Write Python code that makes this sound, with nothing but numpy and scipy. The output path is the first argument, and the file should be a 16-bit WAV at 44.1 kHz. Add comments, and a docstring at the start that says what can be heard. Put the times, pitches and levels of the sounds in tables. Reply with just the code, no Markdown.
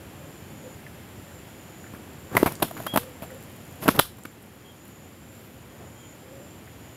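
"""A faint outdoor hiss and rumble, with far birds calling and two insects trilling in turn.
Then two doves scuffle on bare earth and strike with their wings in two flurries of claps, each a push
of air and a burst of feather contacts. Wings swish between and during the blows, the scrub scatters the
sound back, and a small bird chirps. The hardest blow turns the recorder's gain down; it creeps back up."""
import sys
import numpy as np
from scipy import signal
from scipy.fft import rfft, irfft, next_fast_len
from scipy.io import wavfile
from scipy.ndimage import uniform_filter1d, map_coordinates

SR = 44100
rng = np.random.default_rng(int(sys.argv[2]) if len(sys.argv) > 2 else 0)


def file_out(sig):
    """Save sig as 16-bit WAV at sys.argv[1]."""
    # one column per channel
    cols = np.atleast_2d(sig).T
    # limit, then scale
    lim = np.clip(cols, -1, 1)
    pcm = np.round(lim * 32767).astype(np.int16)
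    wavfile.write(sys.argv[1], SR, pcm)


N = 307328
TOP_HZ = 15700  # band limit


def amp(db):
    return 10 ** (np.asarray(db) / 20)


def unit(x):
    return x / np.sqrt(np.mean(x ** 2) + 1e-20)


def wobble(per_s):
    """Smooth random curve, per_s knots a second."""
    knots = rng.standard_normal(int(N * per_s / SR) + 4)
    return map_coordinates(knots, [np.arange(N) * per_s / SR])


def filtered(x, response):
    """Apply a frequency response to x."""
    size = next_fast_len(len(x) + 8192)
    return irfft(rfft(x, size) * response(np.fft.rfftfreq(size, 1 / SR)), size)[:len(x)]


def equalised(x, curve):
    """Apply an (f/Hz, gain/dB) curve, interpolated over log frequency."""
    hz, db = np.transpose(curve)
    return filtered(x, lambda f: amp(np.interp(np.log(f + 1), np.log(hz + 1), db)))


def resonance(f, hz, q):
    """Causal response of one damped mode."""
    return 1j * f * hz / q / (hz * hz - f * f + 1j * f * hz / q)


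def noise(spectrum):
    """Coloured noise, rms 1."""
    return unit(equalised(rng.standard_normal(N), spectrum))


def swell(mid_s, half_s):
    """Bell-shaped rise and fall."""
    return np.exp(-0.5 * np.minimum(((np.arange(N) / SR - mid_s) / half_s) ** 2, 100))


def add(track, at_s, x):
    """Mix x into the track."""
    start = round(at_s * SR)
    track[start:start + len(x)] += x[:N - start]


def burst(x, length_s):
    """Scale x to the energy of rms 1 held for length_s."""
    return x * np.sqrt(length_s * SR / (np.sum(x ** 2) + 1e-20))


def ring(t, hz, cycles):
    """Damped swing of a struck part, rms 1."""
    return unit(np.sin(2 * np.pi * hz * t) * t * np.exp(-t * hz / cycles))


# Outdoor noise spectra: f/Hz, relative density/dB
RUMBLE_SPECTRUM = [(15, -63), (25, -19), (43, -23), (58, -7.5), (92, 1.5), (320, -5), (372, -6.5),
                   (465, -10.5), (533, -8.5), (900, -25.5), (1170, -37), (1980, -120)]
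HISS_SPECTRUM = [(400, -15), (700, 5), (1200, 1.5), (2000, 0), (3200, -2.5), (3800, -8), (6000, -11),
                 (8700, -14), (9900, -6.5), (10700, -12.5), (11500, -5.5), (15500, -14.5)]


def air(rumble_db=-45, waver_db=0.48, hiss_db=-50.5):
    """Far low rumble under a soft even hiss."""
    rumble = amp(rumble_db + waver_db * wobble(6.77)) * noise(RUMBLE_SPECTRUM)
    return rumble + amp(hiss_db) * noise(HISS_SPECTRUM)


def trill(hz, depth, haze, stroke_hz=184):
    """Insect tone, pulsed by wing strokes and smeared by grass, in a haze of farther ones."""
    tone = filtered(rng.standard_normal(N), lambda f: np.exp(-((f - hz) / 150) ** 2))
    chorus = filtered(rng.standard_normal(N), lambda f: np.exp(-((f - hz) / 360) ** 4))
    strokes = np.cumsum(stroke_hz * (1 + 0.009 * wobble(3.4))) / SR
    pulsed = tone * (1 + depth * np.cos(2 * np.pi * strokes))
    return unit(unit(pulsed) + haze * unit(chorus))


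def phrases(peaks, rise_db_per_s=18.5, fall_db_per_s=170):
    """Insect envelope: each phrase grows slowly and breaks off."""
    t = np.arange(N) / SR
    levels_db = [db - np.maximum(rise_db_per_s * (s - t), fall_db_per_s * (t - s)) for s, db in peaks]
    return amp(np.max(levels_db, axis=0))


# Phrase peaks of the lower and the higher insect: t/s, level/dB
LOW_INSECT_PEAKS = [(.73, -56), (1.87, -55.5), (2.86, -54.5), (4.03, -56), (5.04, -55.5), (6.12, -53.5),
                    (6.97, -57.5)]
HIGH_INSECT_PEAKS = [(.38, -61), (1.39, -59), (2.37, -59), (3.39, -58), (4.3, -58), (5.39, -57),
                     (6.54, -56.5)]


def insects(chorus_db=-70):
    """Two trills swell in turn over a faint steady chorus."""
    low = phrases(LOW_INSECT_PEAKS) * trill(hz=7007, depth=0.71, haze=0.5)
    high = phrases(HIGH_INSECT_PEAKS) * trill(hz=7270, depth=0.9, haze=0.99)
    return low + high + amp(chorus_db) * trill(hz=7450, depth=0.5, haze=2.2)


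# Low coos and thin whistles: mid t/s, half length/s, f/Hz, glide/(Hz/s), level/dB
FAR_BIRD_CALLS = [(0.252, 0.051, 552, -4.5, -53), (0.664, 0.024, 526, 1.5, -45),
                  (3.034, 0.068, 501, 7, -44.5), (3.339, 0.042, 512, 100, -46.5),
                  (4.69, .036, 3190, 1.5, -53.5), (6.024, 0.044, 3180, -400, -58),
                  (6.35, 0.07, 530, 401, -46)]


def far_birds(blur_hz=28, blur_ref_hz=530, flicker_db=2):
    """Far calls arrive blurred by the trees."""
    out, t = np.zeros(N), np.arange(N) / SR
    drift_hz = blur_hz * wobble(160)
    flicker = amp(flicker_db * wobble(60))
    for mid_s, half_s, pitch_hz, glide, db in FAR_BIRD_CALLS:
        hz = pitch_hz + glide * (t - mid_s) + drift_hz * (pitch_hz / blur_ref_hz) ** 0.414
        tone = np.sin(2 * np.pi * np.cumsum(hz) / SR)
        out += amp(db) * swell(mid_s, half_s) * unit(flicker * tone)
    return out


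def chirp(at_s=2.868, length_s=0.0877, pitch_hz=3290, db=-40, scoop_hz=410, scoop_s=0.0054):
    """A small bird nearby: one note scoops up, holds its pitch and stops."""
    age_s = np.maximum(np.arange(N) / SR - at_s, 0)
    hz = (pitch_hz - scoop_hz * np.exp(-age_s / scoop_s)) * (1 + 0.01 * wobble(90))
    envelope = np.clip(np.minimum(age_s, length_s - age_s) / 0.0026, 0, 1)  # 2.6 ms fades
    return amp(db) * envelope * unit(np.sin(2 * np.pi * np.cumsum(hz) / SR))


# Scatter from ground and bushes: f/Hz, gain/dB
SCRUB_RESPONSE = [(100, 3), (250, -14), (600, -17), (1200, -9.5), (3000, 2.5), (6000, 9.5), (12000, 5),
                  (16000, 1)]


def scrub(x, rise_s=0.0049, t60_s=0.24, faint_db=-22, faint_t60_s=0.21):
    """Ground and bushes scatter a short, bright, diffuse tail off loud sounds."""
    out, t = np.zeros(N), np.arange(SR // 2) / SR
    decay = amp(-60 * t / t60_s) + amp(faint_db - 60 * t / faint_t60_s)
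    envelope = (1 - np.exp(-t / rise_s)) * decay
    hop = SR // 200
    for start in range(0, N - 2 * hop, hop):
        piece = x[start:start + 2 * hop] * np.hanning(2 * hop)
        if np.abs(piece).max() > 0.02:
            tail = envelope * rng.standard_normal(len(t))  # fresh each time: no fixed colouring
            add(out, start / SR, signal.fftconvolve(piece, tail / np.linalg.norm(tail)))
    return equalised(out, SCRUB_RESPONSE)


def grit(mid_s=3.5, half_s=1, db=-61, hz=12000, per_s=45, spread_db=4):
    """Sand grains tick at random under the scuffling feet."""
    ticks = (rng.random(N) < per_s / SR) * amp(spread_db * rng.standard_normal(N))
    grains = filtered(ticks, lambda f: resonance(f, hz, q=2.3))
    return amp(db) * swell(mid_s, half_s) * unit(grains)


# Feet on dry twigs and grit: t/s, level/dB, ring f/Hz
FOOTFALLS = [(.865, -39.5, 1780), (1.785, -46, 12000), (1.841, -43.5, 1670), (1.865, -46, 1730),
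             (1.947, -44.5, 1800), (2.523, -28.5, 10900), (2.554, -35, 6100), (3.303, -44, 1650),
             (3.422, -48, 12500), (4.236, -35, 8930), (4.427, -42, 12000), (4.854, -40, 12330),
             (4.88, -40, 12000), (6.675, -46, 1850)]


def steps(cycles=7, twig_hz=1750, twig_q=3.9):
    """Dry litter snaps underfoot: twigs ring briefly, smaller and higher bits only tick."""
    out, t = np.zeros(N), np.arange(SR // 20) / SR
    for at_s, db, hz in FOOTFALLS:
        decay_s = cycles / hz
        q = twig_q * (twig_hz / hz) ** 0.6
        snap = rng.standard_normal(len(t)) * np.exp(-t / decay_s)
        ringing = filtered(snap, lambda f: resonance(f, hz, q) ** 2)
        add(out, at_s, amp(db) * burst(ringing, decay_s))
    return out


# Wing sweeps between and during the blows: mid t/s, half length/s, whoosh level/dB, rustle level/dB
WING_SWEEPS = [(2.344, 0.026, -34.5, -53.5), (2.411, 0.03, -32.5, -42), (2.498, 0.036, -40, -44),
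               (2.641, 0.014, -33, -52), (2.812, 0.067, -42.5, -49), (3.32, .049, -49, -73),
               (3.839, 0.015, -36, -37.5), (3.906, 0.015, -31, -30), (3.959, 0.0103, -28, -37),
               (3.995, 0.0052, -13.5, -31), (4.88, .03, -62, -54), (5.414, 0.092, -79, -55),
               (5.828, .068, -45, -81)]


def swishes(lead_s=0.0063, lead_half_s=0.0125, lead_db=-24.5, grain_db=4):
    """Air rushes round the wing ahead of, during and between blows; feathers rub in fine grains."""
    lead_power = sum((amp(db + lead_db) * swell(s - lead_s, lead_half_s)) ** 2
                     for s, _, db, *_ in WING_BLOWS)
    whoosh = sum(amp(db) * swell(s, half_s) for s, half_s, db, _ in WING_SWEEPS)
    rustle = sum(amp(db) * swell(s, half_s) for s, half_s, _, db in WING_SWEEPS)
    rush = noise([(40, -19), (150, -5.5), (600, -14), (1800, -24.5), (4000, -46), (9000, -42.5)])
    rubbing = noise([(800, -7), (2500, 7), (5000, 0), (8500, -6), (12000, 10.5), (16000, -4.5)])
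    grains = unit(rubbing * amp(grain_db * wobble(610)))
    return np.sqrt(lead_power + whoosh ** 2) * rush + rustle * grains


def feather_contacts(t, length_s, per_s=1700, scrape=0.147, attack_s=0.00032, linger=0.54):
    """Feathers land at random moments; together they favour no one pitch."""
    release = np.exp(-np.maximum(t - length_s, 0) / (linger * length_s))
    pressure = np.minimum(t / attack_s, 1) * release
    ticks = (rng.random(len(t)) < per_s / SR) * rng.standard_normal(len(t))
    spectrum = rfft(pressure * (ticks + scrape * rng.standard_normal(len(t))))
    power = np.abs(uniform_filter1d(np.abs(spectrum) ** 2, size=5)) + 1e-9
    whitened = irfft(spectrum / np.sqrt(power), len(t))
    return whitened * pressure ** 0.053


def driven(contacts, hz, q):
    """Resonant part shaken by the contacts, rms 1."""
    return unit(filtered(contacts, lambda f: resonance(f, hz, q) ** 2))


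# Wing blows: t/s, length/s, level/dB, slap f/Hz, thump/dB re level, crack f/Hz, crack/dB re level
WING_BLOWS = [(1.937, 0.023, -46.5, 1030, 7.5, 2250, -12), (2.351, .0038, -23, 820, 6, 2130, -23),
              (2.367, 0.0031, -11.5, 980, -4.5, 1950, 0), (2.375, 0.0022, -15.5, 880, -18, 1970, -11),
              (2.429, .0029, -20.5, 660, 15, 2510, -15), (2.4603, 0.012, -19.5, 890, -1.5, 2170, -11),
              (2.6, .004, -37.5, 900, 4, 2800, -13), (2.623, 0.0065, -19, 870, -6.5, 3206, -15.5),
              (2.626, 0.0042, -19, 860, 1.5, 3090, -3), (2.71, 0.004, -33.5, 830, -9, 2860, -14),
              (2.767, 0.015, -38, 1177, -10, 2090, -16), (2.8, 0.0046, -33, 803, -1, 2850, -26),
              (2.8652, 0.0064, -25, 1043, -11, 2800, -14.5), (2.9373, 0.0088, -29.5, 790, 4, 3150, -12),
              (2.9591, 0.0048, -15.5, 866, -4, 2470, -15), (2.974, 0.0035, -13.5, 952, -4, 2650, -10.5),
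              (3.222, 0.0153, -38.5, 800, 2, 2560, -7.5), (3.825, .0095, -36.5, 1087, -6.5, 2970, -12),
              (3.858, 0.0089, -31.5, 810, 3.5, 2537, -16), (3.8794, 0.0026, -13.5, 952, .5, 2544, -8),
              (3.886, 0.004, -5.5, 1110, 0.5, 2100, -24), (3.9918, .0024, -8, 1130, -4, 3343, -0.5),
              (3.9943, 0.0026, -3, 1070, -16.5, 3040, -12), (4.184, 0.0099, -46.5, 1010, 2, 2870, -11),
              (4.252, 0.0048, -30, 1330, -1, 2130, -10)]
# Body of the spread wing, colouring the slaps: f/Hz, gain/dB
WING_RESPONSE = [(100, -1), (420, 2), (640, 9), (800, -3), (1150, -2), (1600, 1), (2500, -1.5), (5000, 6)]


def claps(thump_ref_hz=303, thump_ref_s=0.005, stiff_hz=2000, fizz_hz=12000, ring_share=0.6):
    """A wing squeezes out a pulse of air while its feathers land one after another on ringing quills."""
    thumps, slaps, cracks = np.zeros((3, N))
    t = np.arange(SR // 16) / SR
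    for at_s, length_s, db, slap_hz, thump_db, crack_hz, crack_db in WING_BLOWS:
        feathers = feather_contacts(t, length_s)
        # the air pulse swings about once; a longer contact lowers and stretches it
        thump_hz = thump_ref_hz * (thump_ref_s / length_s) ** 0.26
        push = ring(t, thump_hz, cycles=0.35 + 0.018 * length_s * thump_hz)
        flutter = 0.73 * driven(feathers, 0.68 * thump_hz, q=0.54)
        add(thumps, at_s, amp(db + thump_db) * burst(push + flutter, length_s))
        vane = driven(feathers, slap_hz, q=1.39) + ring_share * ring(t, slap_hz, cycles=0.77)
        add(slaps, at_s, amp(db) * burst(vane, length_s))
        # thick quills ring; thin ones crack higher and die sooner
        stiffness = min(stiff_hz / crack_hz, 1) ** 2
        quills = driven(feathers, crack_hz, q=4.9 * stiffness)
        quills += ring_share * ring(t, crack_hz, cycles=2.6 * stiffness)
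        add(cracks, at_s, amp(db + crack_db) * burst(quills, length_s))
        # more fizz with a harder crack and thinner quills
        fizz_db = -7 + 0.29 * crack_db + 7.5 * np.log2(crack_hz / stiff_hz)
        barbs = filtered(feathers, lambda f: resonance(f, fizz_hz, q=4.1) * (f < TOP_HZ))
        add(cracks, at_s, amp(db + fizz_db) * burst(barbs, length_s))
    # a wing is too small to radiate deep bass
    low_cut = signal.butter(2, 70, "highpass", fs=SR, output="sos")
    return signal.sosfilt(low_cut, thumps) + equalised(slaps, WING_RESPONSE) + cracks


def scene():
    """The doves and their scatter, over birds, insects and air; mono."""
    doves = claps() + swishes() + steps() + grit()
    return (doves + amp(-14) * scrub(doves) + chirp() + far_birds() + insects() + air())[None]


def gain_control(x, limit_db=-10.5, window_s=0.0094, recover_db_per_s=1.03):
    """Gain drops at once when the level passes the limit, then recovers slowly."""
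    power = np.abs(uniform_filter1d(x ** 2, size=round(window_s * SR)))
    excess_db = np.maximum(10 * np.log10(power + 1e-20) - limit_db, 0)
    recovery_db = recover_db_per_s * np.arange(N) / SR
    return x * amp(recovery_db - np.maximum.accumulate(excess_db + recovery_db))


def record(dry):
    """Gain control, soft clipping at full scale, then a steep band limit."""
    ducked = gain_control(dry[0])
    rounded = ducked / (1 + np.abs(ducked) ** 6) ** (1 / 6)
    return filtered(rounded, lambda f: 1 / (1 + (f / TOP_HZ) ** 120))[None]


dry = scene()
out = record(dry)
file_out(out)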